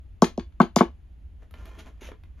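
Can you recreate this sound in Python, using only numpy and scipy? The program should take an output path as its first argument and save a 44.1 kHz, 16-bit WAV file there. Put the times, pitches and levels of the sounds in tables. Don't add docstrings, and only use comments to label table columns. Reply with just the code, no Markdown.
import sys
import numpy as np
from scipy import signal
from scipy.fft import rfft, irfft, next_fast_len
from scipy.io import wavfile
from scipy.ndimage import uniform_filter1d, minimum_filter1d, map_coordinates

SR = 44100
rng = np.random.default_rng(int(sys.argv[2]) if len(sys.argv) > 2 else 0)


def generate_wav(signal):
    frames = np.transpose(np.atleast_2d(signal))
    scaled = np.clip(frames, -1, 1) * 32767
    pcm = np.round(scaled).astype(np.int16)
    wavfile.write(sys.argv[1], SR, pcm)


N = 105840

# f/Hz, level/dB
RUMBLE_MID = [(15, -28), (25, -16), (38, -16.5), (54, -7), (75, -9.5), (110, -27.5), (180, -33.5),
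              (300, -41), (450, -50), (780, -52.5), (1100, -57.5), (3000, -59.5), (5500, -73.5),
              (8000, -68.5), (12000, -70.5), (16000, -90.5)]
RUMBLE_SIDE = [(30, -16.5), (150, -12.5), (500, 2), (3000, -6)]
# f/Hz, T60/s
ROOM_DECAY = [(150, .18), (500, .16), (1200, 0.15), (3000, 0.18), (7000, 0.15), (14000, 0.15)]

# t/s, relative level/dB, treble corner/Hz
BALL_CLICKS = [(.2204, -5.5, 8770), (.2251, -10, 8070), (.3770, -25, 5040), (.6018, -24, 11080),
               (.7604, -14, 12500), (.7615, -1.5, 9700), (.7625, -26.5, 7000), (.7873, -24.5, 5850),
               (.8041, -28.5, 7190)]
RACK_RATTLES = [(.2425, -14, 12000), (.3958, -30, 6360), (.4060, -38.5, 3155), (.5235, -55, 5000),
                (.6020, -12, 2300), (.6155, -18, 12000), (.6185, -24.5, 7000), (.6305, -29, 3870),
                (.7650, -17, 8996), (.7860, -15.5, 6500), (.7915, -19.5, 4500), (.8090, -12, 2500),
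                (.8150, -26.5, 10000), (.8925, -68, 3970)]
# t/s, relative level/dB, treble corner/Hz,
# travel time at 1 kHz direct/ms and via the rim/ms, gain of the rim path
BOARD_LANDINGS = [(0.2216, 5, 1202, 2.32, 3.65, 0.18), (0.3777, -10.5, 580, 2.5, 4.84, 0.4),
                  (0.6018, 2.5, 2400, 2.1, 3.49, .9), (0.6283, -14, 605, 2.9, 4.2, .5),
                  (0.7632, -1.5, 907, 2.2, 3.595, 0.5), (0.8079, 3.5, 2400, 2.12, 4.38, 0.2)]
# t/s, level/dB
RUB_ENVELOPE = [(1.36, -100), (1.431, -60.5), (1.484, -108), (1.551, -62.5), (1.59, -57.5), (1.646, -59.5),
                (1.669, -54.5), (1.72, -58.5), (1.764, -58), (1.803, -53), (1.838, -65.5), (1.875, -50),
                (1.929, -76), (1.999, -70), (2.03, -56.5), (2.09, -55.5), (2.151, -82), (2.349, -83),
                (2.4, -62)]
# t/s, relative level/dB, treble corner/Hz, divider pitch/Hz
BOX_TAPS = [(1.423, -41, 1500, 439), (1.510, -43.5, 14500, 1300), (1.540, -30.5, 4000, 320),
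            (1.610, -38, 800, 662), (1.656, -36, 9000, 620), (1.867, -35, 1480, 235),
            (2.019, -27, 700, 420), (2.047, -40, 4100, 2680), (2.076, -42, 6000, 930),
            (2.088, -27, 1837, 497), (2.117, -25.5, 1780, 382), (2.236, -40.5, 4620, 2046)]
# t/s, hold/s, level/dB
DIVIDER_SCRAPES = [(1.784, 0.019, -55), (2.008, 0.072, -55)]

# f/Hz, width/Hz, level/dB
BOARD_MODES = [(189.6, 39, -0.5), (237.5, 39, 0.15), (340.7, 18, -1.5), (380, 27, -2), (455, 40, -2),
               (569.6, 92, -4), (686.5, 83, -3.5), (822, 40, -8), (897, 35, -6), (1017, 97, -8.5),
               (1109, 108.5, -4.5), (1299, 75, -10), (1536, 83, -13), (2165, 72, -22)]
RACK_MODES = [(2150, 90, -4.5), (2370, 44, -0.5), (3030, 140, -2), (3520, 130, 6), (4000, 76, -6),
              (4530, 200, 1), (6520, 200, 3.5)]
BOX_MODES = [(231, 75, 8), (332.2, 30, 5), (413, 46, 6), (652, 95, 1), (1057, 170, 0), (1390, 66, 1.5),
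             (1767, 94, -0.5), (2100, 41, -6.5), (2450, 130, -5.5), (3220, 110, -8)]
# f/Hz, level/dB
CLICK_SPECTRUM = [(500, -28.5), (1900, -15), (3000, -7.5), (5000, -2.5), (6700, -1), (10000, -4.5),
                  (16000, -11.5)]
RATTLE_SPECTRUM = [(300, -10), (1000, 8), (2200, 4), (3400, 1), (4500, -1.5), (5400, -13.5), (6600, -10),
                   (10000, -7.5), (16000, -17)]
RUB_SPECTRUM = [(100, -8), (200, 6.5), (400, -2), (1500, -6.5), (3000, -11), (5000, -21.5), (6500, -17.5),
                (12000, -24.5), (16000, -37.5)]
TAP_SPECTRUM = [(100, -9), (220, 9), (400, 4), (700, -1.5), (1500, 1), (2500, -1.5), (3500, -1.5),
                (6500, -15), (12000, 4.5), (16000, -13)]
SCRAPE_SPECTRUM = [(500, -7.5), (1500, -2.5), (2500, 5), (4000, -3.5), (5000, -12.5), (6500, -2),
                   (8000, -20), (10500, -6.5), (13000, -14), (16000, -27.5)]

# f/Hz, left over right/dB
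TABLE_BALANCE = [(60, -1), (110, .3), (380, .6), (700, 3.5), (1200, 6.5), (2380, 2.3), (4400, 3.3),
                 (8000, .3), (15000, .5)]
# f/Hz, left lead/rad
TABLE_LEAD = [(100, 0), (350, .2), (1200, .6), (2800, 1.1), (6000, 1.2), (10000, 2), (14000, 2.4)]
# f/Hz, gain/dB
MIC_RESPONSE = [(6800, 2), (7400, -3), (8000, -16.5), (9000, -7), (9900, -1), (13000, -1.5), (16000, -7)]

TIME = np.arange(N) / SR
BLOW_SAMPLES = 8192
BLOW_HZ = np.fft.rfftfreq(BLOW_SAMPLES, 1 / SR)


def amp(db):
    return 10 ** (np.asarray(db) / 20)


def unit(x):
    return x / np.sqrt(np.mean(x ** 2) + 1e-20)


def along(points, hz):
    f, values = np.transpose(points)
    return np.interp(np.log(hz + 1), np.log(f + 1), values)


def filtered(x, response):
    size = next_fast_len(N + SR // 2)
    return irfft(rfft(x, size) * response(np.fft.rfftfreq(size, 1 / SR)), size)[..., :N]


def causal(gain):
    cepstrum = irfft(np.log(np.maximum(gain, 1e-6)))
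    half = len(cepstrum) // 2
    cepstrum[1:half] *= 2
    cepstrum[half + 1:] = 0
    return np.exp(rfft(cepstrum))


def add(track, s, sound):
    part = track[max(round(s * SR), 0):][:len(sound)]
    part += sound[:len(part)]


def resonances(modes, hz):
    return np.sqrt(sum(amp(2 * db) / (1 + ((hz - f) / (0.68 * width)) ** 2) ** 2
                       for f, width, db in modes))


def body(colour, modes, hz):
    return np.hypot(amp(along(colour, hz)), resonances(modes, hz))


def contacts(rows, colour, modes, t60_s, scatter_db=3):
    out = np.zeros(N)
    decay = amp(-60 * TIME[:BLOW_SAMPLES] / t60_s)
    for s, db, corner_hz in rows:
        burst = rfft(rng.standard_normal(BLOW_SAMPLES) * decay)
        smooth_power = np.abs(uniform_filter1d(np.abs(burst) ** 2, size=200))
        flat_burst = burst / causal(np.sqrt(smooth_power))
        struck = [(f, width, level + rng.normal(0, scatter_db)) for f, width, level in modes]
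        gain = body(colour, struck, BLOW_HZ) / np.sqrt(1 + (BLOW_HZ / corner_hz) ** 4)
        add(out, s, amp(db + 12) * irfft(flat_burst * causal(gain))[:len(BLOW_HZ)])
    return out


def friction(colour, modes, grain_db=2.8, grains_per_s=350):
    noise = rng.standard_normal(N)
    roughness = map_coordinates(rng.standard_normal(4096), [TIME * grains_per_s], mode="wrap")
    grains = noise * amp(grain_db * roughness)
    return unit(filtered(grains, lambda hz: body(colour, modes, hz)))


def room(x, wet_db, renew_s=0.2, build_s=0.005):
    out = np.array([x, x])
    step = round(renew_s * SR)
    for start in range(0, N, step):
        hz, t, noise = signal.stft(rng.standard_normal((3, SR // 3)), SR, nperseg=256)
        decay = amp(-60 * t / along(ROOM_DECAY, hz)[:, None])
        tail = signal.istft(noise * decay, SR, nperseg=256)[1]
        tail *= 1 - np.exp(-TIME[:tail.shape[1]] / build_s)
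        tail = tail[:2] + 1.3 * tail[2]
        tail /= np.linalg.norm(tail[0])
        wet = amp(wet_db) * signal.fftconvolve(x[None, start:start + step], tail, axes=1)
        for channel, sound in zip(out, wet):
            add(channel, start / SR, sound)
    return out


def room_tone(level_db=-46.5):
    mid, side = filtered(rng.standard_normal((2, N)), lambda hz: amp(along(RUMBLE_MID, hz)))
    side = filtered(side, lambda hz: amp(along(RUMBLE_SIDE, hz)))
    return amp(level_db) * unit(np.array([mid + side, mid - side]))


def ball_clicks():
    return room(contacts(BALL_CLICKS, CLICK_SPECTRUM, [], t60_s=0.0064), wet_db=-5)


def bending(hz, travel_ms, fastest_hz=2500):
    cycles = 2 * travel_ms * np.sqrt(hz / 1000) * (1 - np.sqrt(hz / fastest_hz) / 2)
    return np.exp(-2j * np.pi * cycles)


def board_thumps(low_cut_hz=135.35, contact_order=3.67):
    out, hz = np.zeros(N), BLOW_HZ
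    bass_loss = 1 + (low_cut_hz / (hz + 1)) ** 6
    for s, db, corner_hz, direct_ms, rim_ms, rim_gain in BOARD_LANDINGS:
        treble_loss = 1 + (hz / corner_hz) ** (2 * contact_order)
        gain = resonances(BOARD_MODES, hz) / np.sqrt(treble_loss * bass_loss)
        paths = bending(hz, direct_ms) + rim_gain * bending(hz, rim_ms)
        add(out, s, amp(db + 33.5) * irfft(causal(gain) * paths)[:-SR // 50])
    return room(out, wet_db=-19)


def rack_rattles():
    return room(contacts(RACK_RATTLES, RATTLE_SPECTRUM, RACK_MODES, t60_s=0.024), wet_db=-5)


def box_rub():
    return friction(RUB_SPECTRUM, BOX_MODES) * amp(np.interp(TIME, *np.transpose(RUB_ENVELOPE)))


def box_taps(divider_width_hz=110, divider_db=11):
    out = np.zeros(N)
    for *tap, divider_hz in BOX_TAPS:
        modes = BOX_MODES + [(divider_hz, divider_width_hz, divider_db)]
        out += contacts([tap], TAP_SPECTRUM, modes, t60_s=0.02)
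    return out


def divider_scrapes(attack_s=0.0027, release_s=0.0139):
    strokes = np.zeros(N)
    for s, hold_s, db in DIVIDER_SCRAPES:
        edges = s + np.cumsum([0, attack_s, hold_s, release_s])
        strokes += amp(db) * np.interp(TIME, edges, [0, 1, 1, 0])
    return strokes * friction(SCRAPE_SPECTRUM, [])


def scene(box_right_db=0.5):
    leftward = np.array([[0.5], [-0.5]])
    table = board_thumps() + ball_clicks() + rack_rattles()
    table = filtered(table, lambda hz: amp(leftward * along(TABLE_BALANCE, hz)))
    table = filtered(table, lambda hz: np.exp(1j * leftward * along(TABLE_LEAD, hz)))
    box = room(box_rub() + box_taps() + divider_scrapes(), wet_db=-4)
    return table + box * amp(-leftward * box_right_db) + room_tone()


def record(dry, ceiling=0.93, hold_s=0.0017, top_hz=16400):
    mic = filtered(dry, lambda hz: amp(along(MIC_RESPONSE, hz)))
    hold = round(hold_s * SR)
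    needed = ceiling / np.maximum(np.abs(mic).max(axis=0), ceiling)
    gain = uniform_filter1d(minimum_filter1d(needed, hold), hold)
    return filtered(mic * gain, lambda hz: hz < top_hz)


dry = scene()
out = record(dry)
generate_wav(out)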